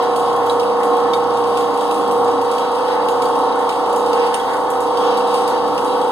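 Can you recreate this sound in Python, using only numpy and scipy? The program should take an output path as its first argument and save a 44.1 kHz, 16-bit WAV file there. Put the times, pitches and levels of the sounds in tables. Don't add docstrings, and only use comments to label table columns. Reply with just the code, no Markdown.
import sys
import numpy as np
from scipy import signal
from scipy.fft import rfft, irfft, next_fast_len
from scipy.io import wavfile
from scipy.ndimage import uniform_filter1d

SR = 44100
rng = np.random.default_rng(int(sys.argv[2]) if len(sys.argv) > 2 else 0)


def magnitude_from_level(level_db):
    exponent = np.asarray(level_db, float) / 20
    return 10 ** exponent


def generate_wav(sig):
    pcm = np.round(np.clip(np.atleast_2d(sig).T, -1, 1) * 32767).astype(np.int16)
    wavfile.write(sys.argv[1], SR, pcm)


N = 269451
FFT_SIZE = next_fast_len(N)
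TIME_S, FREQ_HZ = np.arange(N) / SR, np.fft.rfftfreq(FFT_SIZE, 1 / SR)

# time in seconds, pitch in Hz.
SPEED = [
    (0, 476.0),
    (3.0, 475.95),
    (3.6, 475.0),
    (4.4, 474.7),
    (4.8, 475.9),
    (6.11, 475.9),
]
# time in seconds, pressure from 0 to 1.
FEED = [
    (2.1, 0.21),
    (2.7, 0.92),
]
# time in seconds, level in dB.
HEAD_SHAKE = [(0.0, -15), (0.01, -17.5), (0.39, -16), (1.21, -16.5), (1.22, -17), (2.04, -17.5),
              (2.25, -15.5), (2.48, -17.5), (3.69, -16), (3.74, -19), (3.76, -17), (4.24, -16), (4.37, -19),
              (4.95, -16.5), (5.07, -13.5), (5.17, -16), (5.99, -17), (6.11, -17.5)]
MULTIPLES = (2, 4, 5, 6, 7, 9, 10, 13, 16, 17, 18, 20, 21, 22, 23, 25, 26, 27, 29, 30, 31, 32, 33, 34, 35,
             36, 37, 38, 39, 43)
# level in dB, change under feed in dB, side minus mid in dB.
ORDER_TONES = [(-60.5, -0.5, 1), (-51.5, -1, -1), (-55, 0.5, -3), (-56, -8, -14), (-42.5, -2, -4),
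               (-40.5, 2, -5), (-36, -1.5, -2), (-44, 3.5, -10), (-20, -3, -11), (-30.5, 5.5, -11),
               (-52, 9.5, -7), (-40.5, -0.5, -11), (-38, -12.5, -4), (-38.5, -2.5, -12), (-40, 3, -7),
               (-26.5, -6, -28), (-32, 5, -22), (-28, -6, -20), (-33, 4.5, -5), (-38.5, 8, -16),
               (-29, 0, -20), (-39, 3.5, -15), (-40, 4, -18), (-39.5, 0, -14), (-41.5, -8, 3.5),
               (-28, -2.5, -21), (-33.5, -4.5, -20), (-36, -0.5, -28), (-40, 1.5, -18), (-39.5, 1.5, -14)]
# level, change under feed, side minus mid, all in dB.
FAINT_TONE = (-46, 0.1, -12)
# frequency in Hz, density in dB per Hz, side minus mid in dB,
# angle of side against mid in radians.
RUMBLE = [(20, -106, 5, -1.0), (99, -80.5, 7, -1), (212, -66, -17, -1.5), (288, -53, -10, -2),
          (352, -59.5, 2, 0), (479, -50, -13, -3.0), (670, -57.5, -5, -0.5), (772, -51, -10.5, 2),
          (910, -49.5, -9.5, -1), (1150, -54.5, -18, 0.5), (1393, -60, -18, 9.5), (1540, -70, -2, -17),
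          (1990, -86.5, 6, -11), (2620, -110, -5, 9)]
# centre in seconds, length in seconds,
# groan in dB, scrape in dB.
BINDS = [(0.03, 0.091, 6, 5.5), (0.417, 0.21, 4.5, -0.2), (0.83, .08, 8, -0.5), (1.08, .2, 4.5, 1.5),
         (1.72, .1, 3, -0.5), (2.648, .1, 3, 1.5), (2.956, 0.21, 7, 2.5), (3.622, 0.12, 5, 1),
         (4.217, .12, 6, 3), (4.36, 0.13, 9, -1.5), (4.536, 0.15, 8.5, -1.5), (4.697, .1, 6, -3),
         (5.134, 0.17, 4, 4.5), (5.4, 0.16, 3, 2), (5.54, 0.091, 6.5, 3)]
# frequency in Hz, width in Hz, level in dB.
GROAN_MODES = [(1473, 58, 3), (1743, 28, -2), (1937, 124, -2.5), (2147, 68, -5.5)]
# frequency in Hz, level in dB.
SCRAPE_COLOUR = [(1200, -7), (1700, -8.5), (3000, 7), (4200, -12.5), (5200, 5.5), (6400, -9), (8000, -3),
                 (10300, -10), (13000, -17), (15400, -23), (15600, -38), (15900, -70)]
# time in seconds, peak in dB, body band in dB, bright band in dB.
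TICKS = [(0.1605, -27, -31.5, -33), (0.4968, -25, -30, -35), (0.5975, -30, -31, -39),
         (0.8325, -29, -35, -38.5), (1.1347, -27, -25, -36), (1.3723, -29, -39, -39),
         (1.5726, -28, -31, -35), (1.7404, -32, -37, -47), (1.8083, -29, -35, -38.5), (1.91, -29, -29, -37),
         (1.943, -29, -38, -40), (2.1106, -32, -35, -43.5), (2.414, -28, -47, -38.5),
         (2.5142, -28, -41, -35), (2.582, -29, -35, -39), (3.0855, -28, -31, -36), (3.2206, -29, -30, -36),
         (3.692, -27, -24.5, -35), (3.928, -31, -42, -41), (3.9615, -25, -41, -33), (4.0622, -29, -38, -39),
         (4.131, -30, -30, -37.5), (4.2652, -30, -34, -40), (4.342, -19, -24, -30), (4.804, -28, -38, -34),
         (4.9725, -30, -33, -38.5), (5.172, -27, -34, -35.5), (5.342, -27, -30, -32.5),
         (5.477, -25, -34, -31.5), (5.7778, -26, -29, -36)]
# frequency in Hz, width in Hz, level in dB.
BODY_MODES = [(2274, 45, -1), (2712, 170, 8), (3070, 92, 1), (3324, 95, 5.5), (3707, 61, 1.5),
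              (3890, 100, 4), (4400, 110, -3), (4576, 100, 0.5), (4800, 41, 3), (5500, 400, -1)]
# frequency in Hz, width in Hz, level in dB.
BRIGHT_MODES = [(6690, 6.8, -5.5), (6900, 48, -3), (7270, 220, -2.5), (8100, 100, 1.5), (8480, 210, 5.5),
                (9020, 140, -2.5), (9400, 54, 0), (10880, 340, -0.5), (11400, 150, -7), (14000, 200, -10),
                (14600, 100, -9)]
# frequency in Hz, width in Hz, level in dB.
CHIP = (8800, 40, -29)
# frequency in Hz, remainder in dB.
NULLS = [(1300, -16), (2450, -57), (3950, -8.5), (5250, -15), (6500, -24), (7780, -12), (9000, -22),
         (10350, -5), (11900, -14), (13000, -25), (14150, -11), (15500, -20)]
# frequency in Hz, left minus right in dB.
TILT = [(1500, -0.94), (2300, -3), (4000, -0.5), (8200, 2), (12000, 0.8)]
# frequency in Hz, level against surroundings in dB.
MASK = [(700, -60), (1500, -22), (2500, -11), (9000, -11), (11000, -5), (13000, -1.5), (15300, -1),
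        (15800, 8)]

STRONG_SHARE, THROB_SHARE = 2.04, 0.51
SURGE_MAX_DB = 2.5


def curve(table, at):
    x, *columns = np.transpose(table)
    return [np.interp(at, x, column) for column in columns]


def log_curve(table, hz):
    return curve([(np.log(row[0]), *row[1:]) for row in table], np.log(hz + 1))


def shaped(x, gain):
    return irfft(rfft(x, FFT_SIZE) * gain, FFT_SIZE)[..., :N]


def walk(rate_hz, time_s=TIME_S):
    substeps = 8
    held = np.repeat(rng.standard_normal(400), substeps)
    slewed = uniform_filter1d(uniform_filter1d(held, substeps), substeps)
    return 1.37 * np.interp(time_s * rate_hz * substeps, np.arange(len(slewed)), slewed)


def fade(x, t60_s):
    return signal.lfilter([1], [1, -np.exp(-np.log(1000) / (t60_s * SR))], x)


def ring(x, hz, width_hz):
    b, a = signal.iirpeak(hz, hz / width_hz, SR)
    return signal.lfilter(b, a, x) / np.sqrt(np.pi * width_hz / SR)


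def mains_hum(angle, time_s, feed):
    mains_hz, beat_s, level_db, held_db = 120.05, 1.33, -50.5, -20
    phase = 2 * np.pi * mains_hz * (time_s - beat_s) + np.interp(beat_s, time_s, angle)
    return np.sqrt(2) * magnitude_from_level(level_db + held_db * feed ** 4), phase


def motor(turns):
    wander_db, slip_rad, wander_hz = 2.0, 0.39, 7.0
    thin = 8
    time_s, turns = TIME_S[::thin], turns[::thin]
    shake_db = curve(HEAD_SHAKE, time_s)[0]
    shake_db = shake_db - np.mean(shake_db)
    feed = curve(FEED, time_s)[0]
    faint = [(k, FAINT_TONE) for k in range(11, 46) if k not in MULTIPLES]
    out = np.zeros((2, len(time_s)))
    for k, (db, feed_db, side_db) in [*zip(MULTIPLES, ORDER_TONES), *faint]:
        if k == 16:
            share = STRONG_SHARE
        elif k > 11:
            share = 1
        else:
            share = THROB_SHARE if k > 4 else 0
        calm = {2: 0.3, 4: 0.3, 16: 0.6, 17: 0.6}.get(k, 1.0)
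        slip = np.sqrt(calm) * slip_rad * walk(wander_hz, time_s)
        angle = 2 * np.pi * (k * turns + rng.random()) + slip
        surge_db = np.minimum(share * shake_db, SURGE_MAX_DB)
        drift_db = calm * wander_db * walk(wander_hz, time_s)
        size = np.sqrt(2) * magnitude_from_level(db + feed_db * feed + surge_db + drift_db)
        lean = curve(RUMBLE, k * 28.1)[2] + 0.67 * walk(2.96, time_s)
        out += size * np.array([np.sin(angle), magnitude_from_level(side_db) * np.sin(angle + lean)])
        if k == 4:
            hum, phase = mains_hum(angle, time_s, feed)
            out += hum * np.array([np.sin(phase), magnitude_from_level(side_db) * np.sin(phase + lean)])
    return signal.resample_poly(out, thin, 1, axis=1)[:, :N]


def rumble(turns):
    swell, likeness, split_hz = 0.17, 0.8, 380
    shake_db = curve(HEAD_SHAKE, TIME_S)[0]
    throb_db = THROB_SHARE * shake_db + 1.8 * walk(3.96)
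    throb_db = throb_db - np.mean(throb_db)
    drone_db = np.minimum(shake_db - np.mean(shake_db), SURGE_MAX_DB)
    db, side_db, angle = log_curve(RUMBLE, FREQ_HZ)
    noise = rng.standard_normal((2, N)) * np.sqrt(SR / 2)
    common, own = noise * (1 + swell * np.cos(2 * np.pi * turns))

    def pair(gain):
        side_gain = gain * magnitude_from_level(side_db)
        side = shaped(common, side_gain * likeness * np.exp(1j * angle))
        side += shaped(own, side_gain * np.sqrt(1 - likeness ** 2))
        return np.array([shaped(common, gain), side])

    low = 1 / (1 + (FREQ_HZ / split_hz) ** 8)
    return pair(magnitude_from_level(db) * low) * magnitude_from_level(throb_db) + pair(magnitude_from_level(db) * (1 - low)) * magnitude_from_level(drone_db)


def binding():
    return sum(np.outer(db, np.exp(-(2 * (TIME_S - s) / length_s) ** 2))
               for s, length_s, *db in BINDS)


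def groan(groan_db):
    out = np.zeros((2, N))
    for hz, width_hz, db in GROAN_MODES:
        out += magnitude_from_level(db + 1.4 * walk(15.0)) * ring(rng.standard_normal((2, N)), hz, width_hz)
    return magnitude_from_level(-46 + groan_db) * out


def shaking(floor, at, blow_db, crack_s, tail_s, tail_db):
    blows = np.zeros(N)
    blows[at] = magnitude_from_level(blow_db) ** 2
    power = floor ** 2 + fade(blows, crack_s) + magnitude_from_level(tail_db) ** 2 * fade(blows, tail_s)
    return np.sqrt(power) * rng.standard_normal((2, N))


def struck(modes, colour, floor, at, blow_db, crack_s, tail_s, tail_db, scatter_db, flicker_db, click_db):
    modes_db = -10.5
    rasp = shaking(floor, at, blow_db, crack_s, tail_s, tail_db)
    rasp[:, at] += magnitude_from_level(blow_db + click_db) * rng.choice([-1, 1], (2, len(at)))
    out = shaped(rasp, colour / np.sqrt(np.mean(colour ** 2)))
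    for hz, width_hz, db in modes:
        own_db = blow_db + scatter_db * rng.standard_normal(len(at))
        own_floor = floor * magnitude_from_level(flicker_db * walk(13.0))
        drive = shaking(own_floor, at, own_db, crack_s, tail_s, tail_db)
        out += magnitude_from_level(db + modes_db) * ring(drive, hz, width_hz)
    return out


def scrape_and_ticks(turns, bite_db):
    spindle_hz, spindle_s, wobble_db = 6.15, 0.16, 4
    tick_s, _, hard_body_db, hard_bright_db = np.transpose(TICKS)
    every = np.flatnonzero(np.diff(np.floor(turns + 0.21)))
    wobble = wobble_db * np.cos(2 * np.pi * spindle_hz * (every / SR - spindle_s))
    chance = rng.standard_normal((2, len(every)))
    at = np.append(every, (tick_s * SR).astype(int))
    body_db = np.append(-43.5 + wobble + 2.4 * chance[0], hard_body_db - 0.5)
    bright_db = np.append(-47.0 + wobble + 3.4 * chance[1], hard_bright_db - 0.4)

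    chatter_db = 1.1 * walk(16.0) + 0.4 * walk(5.68)
    scrape_db = -41 + 0.2 * curve(FEED, TIME_S)[0] + bite_db
    colour = magnitude_from_level(log_curve(SCRAPE_COLOUR, FREQ_HZ)[0])
    below = 1 / (1 + (FREQ_HZ / 6000) ** 8)
    low = struck(BODY_MODES, colour * below, magnitude_from_level(scrape_db - 0.43 + chatter_db), at, body_db,
                 crack_s=0.014, tail_s=0.078, tail_db=-9.5, scatter_db=5.0, flicker_db=1.46, click_db=5.7)
    high = struck(BRIGHT_MODES, colour * (1 - below), magnitude_from_level(-49.5 + chatter_db), at, bright_db,
                  crack_s=0.015, tail_s=0.17, tail_db=-5.5, scatter_db=4.0, flicker_db=2.9, click_db=13.0)
    return low + high


def tick_edges():
    edge = np.zeros((2, N))
    tick_s, peak_db = np.transpose(TICKS)[:2]
    edge[:, (tick_s * SR).astype(int)] = magnitude_from_level(peak_db - 4.0) * rng.choice([-1, 1], (2, len(tick_s)))
    highpass = 1 / (1 + (10500 / (FREQ_HZ + 1)) ** 4)
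    lowpass = 1 / (1 + (FREQ_HZ / 16000) ** 30)
    return shaped(edge, highpass * lowpass)


def chip():
    snap_s = 4.343
    hz, width_hz, db = CHIP
    snap = np.zeros((2, N))
    snap[:, int(snap_s * SR)] = magnitude_from_level(db) * np.sqrt(SR / width_hz)
    return ring(snap, hz, width_hz)


def ports(pair):
    hz, left_db = np.transpose(NULLS)
    null = np.interp(FREQ_HZ, hz, np.arange(len(hz)))
    turn = null * np.pi / 2
    left = magnitude_from_level(left_db[np.rint(null).astype(int)])
    return shaped(pair, np.hypot([np.cos(turn), np.sin(turn)], left))


def scene():
    turns = np.cumsum(curve(SPEED, TIME_S)[0] / 16) / SR
    groan_db, bite_db = binding()
    steel = groan(groan_db) + scrape_and_ticks(turns, bite_db) + tick_edges() + chip()
    mid, side = motor(turns) + rumble(turns) + ports(steel)
    tilt_db = curve(TILT, FREQ_HZ)[0]
    return shaped(np.array([mid + side, mid - side]), magnitude_from_level(np.array([tilt_db, -tilt_db]) / 2))


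def masked(x):
    frame = 2048
    hz, _, parts = signal.stft(np.array([x[0] + x[1], x[0] - x[1]]) / 2, SR, "cosine", frame)
    power = uniform_filter1d(np.abs(parts) ** 2, size=3, axis=1)
    around = uniform_filter1d(power.sum(axis=0) / 2, size=41, axis=0)
    around = uniform_filter1d(around, size=45, axis=1)
    limit = around * magnitude_from_level(curve(MASK, hz)[0])[:, None] ** 2
    kept = parts * (power > limit)
    mid, side = signal.istft(kept, SR, "cosine", frame)[1][:, :N]
    return np.array([mid + side, mid - side])


def low_pass(x):
    return signal.sosfilt(signal.butter(12, 15800, fs=SR, output="sos"), x)


def record(dry):
    rounded = np.tanh(0.8 * dry) / 0.82
    return low_pass(masked(rounded))


dry = scene()
out = record(dry)
generate_wav(out)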